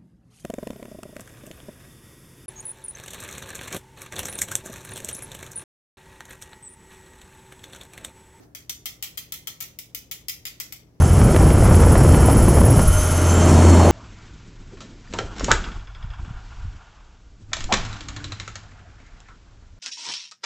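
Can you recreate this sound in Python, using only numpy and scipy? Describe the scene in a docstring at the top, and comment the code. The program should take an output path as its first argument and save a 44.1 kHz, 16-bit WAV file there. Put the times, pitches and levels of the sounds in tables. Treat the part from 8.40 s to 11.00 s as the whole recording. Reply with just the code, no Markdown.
"""A soft dull noise fades and the hiss swells briefly; then steel tongs tap a wire strainer of cabbage
over a wok, about six times a second. Each tap is a clash of many thin-steel modes (shaped noise lines)
plus decaying sine tones and a dull noise thud; often the loose arms clack again just after.
A small kitchen answers with a decaying noise reverb, over shaped-noise rumble, sine mains hum and
a faint noise hiss from the steaming wok."""
import sys
import numpy as np
from scipy import signal
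from scipy.fft import rfft, irfft, next_fast_len
from scipy.io import wavfile
from scipy.ndimage import uniform_filter1d

SR = 44100
rng = np.random.default_rng(int(sys.argv[2]) if len(sys.argv) > 2 else 0)


def wrap_up_sound(samples):
    """Save the sound to the file named by the first command line argument, as 16-bit audio."""
    columns = np.atleast_2d(samples).T
    # keep every value between -1 and 1, then stretch to whole-number steps
    tamed = np.clip(columns, -1, 1)
    steps = np.round(tamed * 32767).astype(np.int16)
    wavfile.write(sys.argv[1], SR, steps)


N = 114660
TOP_HZ = 15900

# Room rumble: colour (frequency [Hz], level [dB]); left-right correlation (frequency [Hz], likeness [0..1])
RUMBLE_COLOUR = [(20, -19), (33, -10), (45, 1.5), (62, 4.5), (85, 1.5), (130, -1.5), (190, -3), (300, -5),
                 (500, -10), (800, -18.5), (1500, -27.5), (4000, -39.5)]
RUMBLE_LIKENESS = [(60, 1), (160, 0.79), (350, 0.77), (800, 0.25), (2000, 0.032)]
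RUMBLE_DB = -56.5
# Mains hum lines (frequency [Hz], rms level [dB])
HUM_LINES = [(119.5, -61), (159.6, -65.5), (294, -69.5)]
# Wok hiss: colour (frequency [Hz], level [dB]); course (time [s], level [dB])
HISS_COLOUR = [(300, -28), (1000, -1), (2000, 5), (3000, -2), (6000, 5), (9000, -16), (15000, -7)]
HISS_COURSE = [(0, -69), (.035, -59.5), (.09, -80), (2.6, -74)]
BACKGROUND_LEFT_DB = 0.7  # rumble and hum lean left
# Opening noise colour (frequency [Hz], level [dB])
OPENING_COLOUR = [(100, -34), (200, -9), (290, 4), (450, -6.5), (750, -7.5), (1000, -17.5), (1800, -17.5),
                  (2500, -32), (8000, -31)]
OPENING_DB, OPENING_T60_S = -49, 0.48

# Room decay (frequency [Hz], t60 [s])
ROOM_T60_POINTS = [(300, 0.71), (2000, 0.33), (6000, .29), (10000, 0.26), (15000, .21)]
# Room colour (frequency [Hz], gain [dB])
ROOM_COLOUR_POINTS = [(300, -6), (2000, -0.5), (6000, 1), (10000, -1.5), (15000, -1.5)]
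ROOM_DB, ROOM_DELAY_S, ROOM_BUILD_S = -1, 0.0017, 0.0022
ROOM_GRAIN_DB = 4.5  # reflections arrive with uneven strength
ROOM_RIGHT_DB = 0.26  # shimmer and contact reverb lean right

# Taps (time [s], level [dB], body [dB], bite [dB], treble [dB], ring of tone families 0, 1, 2 [dB each])
TAP_EVENTS = [(0.1492, -8, 5.5, 1, 1, -1, -17, 1), (0.2951, -1, 0.5, 2.5, 1, -2, 9.5, -17),
              (0.4567, -2, 4, 1.5, 1, 6, 2, -13), (0.6254, -0.5, 2.5, 0.5, 0.5, 2, -3, -8),
              (0.7736, -6, -0.5, -0.5, 1, 4, -7, -13), (0.9218, -1.5, 2.5, 1, 2, -3, -4, -13),
              (1.072, -4, 7.5, 2.5, 2, 9.5, 4.5, -12), (1.2044, -6.5, 3, 0, 2, -3, -5, -14),
              (1.3879, -9.5, -1, 5, 5.5, -15, 0.5, -7), (1.5478, -3.5, 1, 2, 3.5, -21, -0.5, -1),
              (1.7126, -4, 1, 1, 2, -1, -6, -22), (1.8834, -1, -4, 1.5, 1.5, -0.5, -6, 7),
              (2.0529, 0, -1, -2, -4, -11, -21, 5), (2.2002, -1.5, 3, 1.5, 0.5, -11, -5, 4),
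              (2.3234, -7.5, 3.5, 1, 2, -4, -8, -18)]
# Clacks of the loose arms after a tap (time [s], level [dB])
CLACK_EVENTS = [(.4655, -6.5), (0.6354, -8), (.6418, -8.5), (.7775, -2.5), (.9392, -9.5), (1.0785, -9),
                (1.2085, -4.5), (1.2238, -7), (1.7190, -6), (1.8948, -5.5), (1.8975, -4.5), (2.0665, -7),
                (2.0725, -8), (2.2055, -8)]
CLACK_WITHIN_S = 0.03
# Centres of a tap's body, middle, bite and treble (frequency [Hz])
TAP_BAND_HZ = (1100, 2400, 5800, 13000)
SPOT_RIPPLE_DB = 1.4

# Thud of the filled basket: colour (frequency [Hz], level [dB])
THUD_COLOUR = [(100, -21), (250, -13), (400, -1), (600, -7), (780, 3), (1000, -13.5), (1600, -24),
               (5000, -45)]
THUD_DB, THUD_T60_S = -40.5, 0.11
# Steel contact colour (frequency [Hz], gain [dB])
STEEL_COLOUR = [(150, -20.5), (500, -18.5), (780, -12), (1000, -14), (1320, -8.5), (1650, -11), (2000, 3),
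                (2600, 0), (3200, 3), (4400, -1), (6000, 2), (7400, 0), (9200, -5), (10500, -0.5),
                (12500, 2.5), (14300, 3), (15600, 1.5), (17000, -3)]
# Crack colour (frequency [Hz], gain [dB])
CRACK_COLOUR_POINTS = [(2000, -7), (6000, -10.5), (10000, -14), (13500, 2.5)]
CRACK_DB, CRACK_T60_S = -19.5, 0.0049
CLASH_DB, CLASH_T60_S, CLASH_RISE_S = -26, 0.045, 0.00011
SHIMMER_DB, SHIMMER_T60_S = -36.5, 0.16  # small modes that ring on
LEFT_DB, RIGHT_LAG_S = 3, 0.0003

# Steel tones, one entry each: (frequency [Hz]), (level [dB]), (t60 [s])
RING_HZ = [3143, 3230, 3523, 3619, 4213, 5797, 6030, 2018, 5035, 1319, 2108, 2230, 2483, 4910, 7295, 13437,
           14190]
RING_DB = [-40.5, -38, -50.5, -56, -47.5, -46.5, -49, -50, -35, -50, -45, -45.5, -51.5, -54, -43, -47, -55]
RING_T60_S = [0.13, 0.074, 0.24, .18, 0.15, 0.098, 0.3, 0.25, 0.066, 0.092, 0.087, 0.11, .2, 0.21, 0.092,
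              .12, .1]
# Tones excited together (family [index]; 3 = no per-tap setting)
RING_FAMILY = [0, 0, 1, 1, 1, 1, 1, 2, 2, 3, 3, 3, 3, 3, 3, 3, 3]
RING_SCATTER_DB, RING_RISE_S, RING_ROOM_DB = 2, 0.00042, -10


def amp(db):
    """Decibels to gain."""
    return 10 ** (np.asarray(db) / 20)


def unit(x):
    """Scale to rms 1."""
    return x / np.sqrt(np.mean(x ** 2) + 1e-20)


def along(points, hz):
    """Interpolate (Hz, value) points on a log-frequency axis."""
    point_hz, value = np.transpose(points)
    return np.interp(np.log(hz + 1), np.log(point_hz + 1), value)


def fade(t, t60):
    """Exponential decay, 60 dB down after t60."""
    return np.exp(-np.log(1000) * t / t60)


def filtered(x, response):
    """Zero-phase filter by a response of frequency."""
    size = next_fast_len(x.shape[-1] + SR // 10)
    spectrum = rfft(x, size) * response(np.fft.rfftfreq(size, 1 / SR))
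    return irfft(spectrum, size)[..., :x.shape[-1]]


def coloured(x, points, size=2048):
    """Minimum-phase filter with the given (Hz, dB) colour."""
    cepstrum = irfft(np.log(amp(along(points, np.fft.rfftfreq(size, 1 / SR)))))
    cepstrum[1:size // 2] *= 2  # fold to causal
    cepstrum[size // 2 + 1:] = 0
    impulse = irfft(np.exp(rfft(cepstrum)))
    return signal.fftconvolve(x, impulse[None], axes=1)[:, :x.shape[1]]


def add(track, start_s, x):
    """Mix x into the track at start_s."""
    i = round(start_s * SR)
    track[:, i:i + x.shape[1]] += x[:, :N - i]


def shaped_noise(points):
    """Stereo noise of the given (Hz, dB) colour at rms 1."""
    return unit(filtered(rng.standard_normal((2, N)), lambda hz: amp(along(points, hz))))


def rumble():
    """Room rumble: mid and side noise mixed to the set left-right correlation per frequency."""
    def mid_side(hz):
        angle = np.arccos(np.clip(along(RUMBLE_LIKENESS, hz), -1, 1)) / 2
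        return amp(along(RUMBLE_COLOUR, hz)) * np.array([np.cos(angle), np.sin(angle)])

    mid, side = filtered(rng.standard_normal((2, N)), mid_side)
    return amp(RUMBLE_DB) * unit(np.array([mid + side, mid - side]))


def hum():
    """Appliance hum: steady sines of random phase."""
    t = np.arange(N) / SR
    return sum(amp(db) * np.sqrt(2) * np.sin(2 * np.pi * (hz * t + rng.random())) for hz, db in HUM_LINES)


def hiss():
    """Steaming wok: shaped noise following a level course."""
    level_db = np.interp(np.arange(N) / SR, *np.transpose(HISS_COURSE))
    return shaped_noise(HISS_COLOUR) * amp(level_db)


def background():
    """Rumble and hum leaning left, plus hiss."""
    lean = amp([[BACKGROUND_LEFT_DB], [-BACKGROUND_LEFT_DB]])
    return (rumble() + hum()) * lean + hiss()


def opening():
    """Soft dull noise decaying exponentially from the start."""
    return amp(OPENING_DB) * shaped_noise(OPENING_COLOUR) * fade(np.arange(N) / SR, OPENING_T60_S)


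def kitchen(x):
    """Room reverb: grainy diffuse noise tail whose treble decays first."""
    reflections = rng.standard_normal(x.shape)
    grain = unit(uniform_filter1d(rng.standard_normal(x.shape), size=24))
    hz, t, bins = signal.stft(reflections * amp(ROOM_GRAIN_DB * grain), SR, nperseg=256)
    decay = fade(t, along(ROOM_T60_POINTS, hz)[:, None])
    tail = signal.istft(bins * decay, SR, nperseg=256)[1]
    since_delay_s = np.maximum(np.arange(tail.shape[1]) / SR - ROOM_DELAY_S, 0)
    tail *= 1 - np.exp(-since_delay_s / ROOM_BUILD_S)
    tail /= np.linalg.norm(tail, axis=1, keepdims=True)
    wet = signal.fftconvolve(x, tail, axes=1)[:, :x.shape[1]]
    return amp(ROOM_DB) * coloured(wet, ROOM_COLOUR_POINTS)


def thud(t):
    """Dull knock of the cabbage basket: short decaying noise."""
    return amp(THUD_DB) * coloured(fade(t, THUD_T60_S) * rng.standard_normal((1, len(t))), THUD_COLOUR)


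def crowd(modes_hz, t):
    """Many close modes struck with random strengths, independent on each side."""
    lines = np.zeros((2, len(t) // 2 + 1), complex)
    shape = (2, len(modes_hz))
    strength = rng.standard_normal(shape) + 1j * rng.standard_normal(shape)
    lines[:, (modes_hz * len(t) / SR).astype(int)] = strength
    return unit(irfft(lines, len(t)))


def contact(modes_hz, t):
    """Steel on steel, left of centre: crack, quickly damped clash, shimmer and room."""
    crack_noise = fade(t, CRACK_T60_S) * rng.standard_normal((1, len(t)))
    crack = amp(CRACK_DB) * coloured(crack_noise, CRACK_COLOUR_POINTS)
    clash = amp(CLASH_DB) * fade(t, CLASH_T60_S) * crowd(modes_hz, t)
    shimmer = amp(SHIMMER_DB) * fade(t, SHIMMER_T60_S) * crowd(modes_hz, t)
    near = (crack + clash) * (1 - np.exp(-t / CLASH_RISE_S))
    right = np.pad(near[1], (round(RIGHT_LAG_S * SR), 0))[:len(t)]
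    direct = np.array([amp(LEFT_DB) * near[0], amp(-LEFT_DB) * right])
    lingering = (shimmer + kitchen(near)) * amp([[-ROOM_RIGHT_DB], [ROOM_RIGHT_DB]])
    return coloured(direct + lingering, STEEL_COLOUR)


def ring(extra_db, t):
    """Decaying steel tones, a quarter cycle apart between sides, plus room."""
    hz, db, t60 = np.array([RING_HZ, RING_DB + extra_db, RING_T60_S])[:, :, None]
    phase = rng.uniform(0, 2 * np.pi, hz.shape)
    skew = rng.choice([-1, 1], hz.shape) * np.pi / 2
    level = amp(db) * fade(t, t60) * (1 - np.exp(-t / RING_RISE_S))
    tones = np.array([(level * np.sin(2 * np.pi * hz * t + phase + side * skew)).sum(0) for side in (0, 1)])
    return tones + amp(RING_ROOM_DB) * kitchen(tones)


def spot(count=70):
    """Struck spot favours some mode groups: random (Hz, dB) ripple."""
    return list(zip(np.linspace(0, TOP_HZ, count), SPOT_RIPPLE_DB * rng.standard_normal(count)))


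def tongs(count=260):
    """Taps and their clacks on one set of modes; spot, colour and ring levels change per tap."""
    out, t = np.zeros((2, N)), np.arange(SR // 2) / SR
    modes_hz = (np.arange(count) + rng.random(count)) * TOP_HZ / count
    for start_s, tap_db, body_db, bite_db, treble_db, *family_db in TAP_EVENTS:
        colour = list(zip(TAP_BAND_HZ, (body_db, 0, bite_db, treble_db)))
        scatter_db = RING_SCATTER_DB * rng.standard_normal(len(RING_HZ))
        ring_db = np.append(family_db, 0)[list(RING_FAMILY)] + scatter_db
        ripple = spot()
        add(out, start_s, amp(tap_db + body_db) * thud(t))
        clacks = [c for c in CLACK_EVENTS if 0 < c[0] - start_s < CLACK_WITHIN_S]
        for hit_s, hit_db in [(start_s, tap_db)] + clacks:
            steel = coloured(contact(modes_hz, t), ripple) + ring(ring_db, t)
            add(out, hit_s, amp(hit_db) * coloured(steel, colour))
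    return out


def scene():
    """Tapping, background and opening noise."""
    return tongs() + background() + opening()


def record(dry):
    """Steep low-pass, 3 dB down at TOP_HZ."""
    return filtered(dry, lambda hz: 1 / np.sqrt(1 + (hz / TOP_HZ) ** 160))


dry = scene()
out = record(dry)
wrap_up_sound(out)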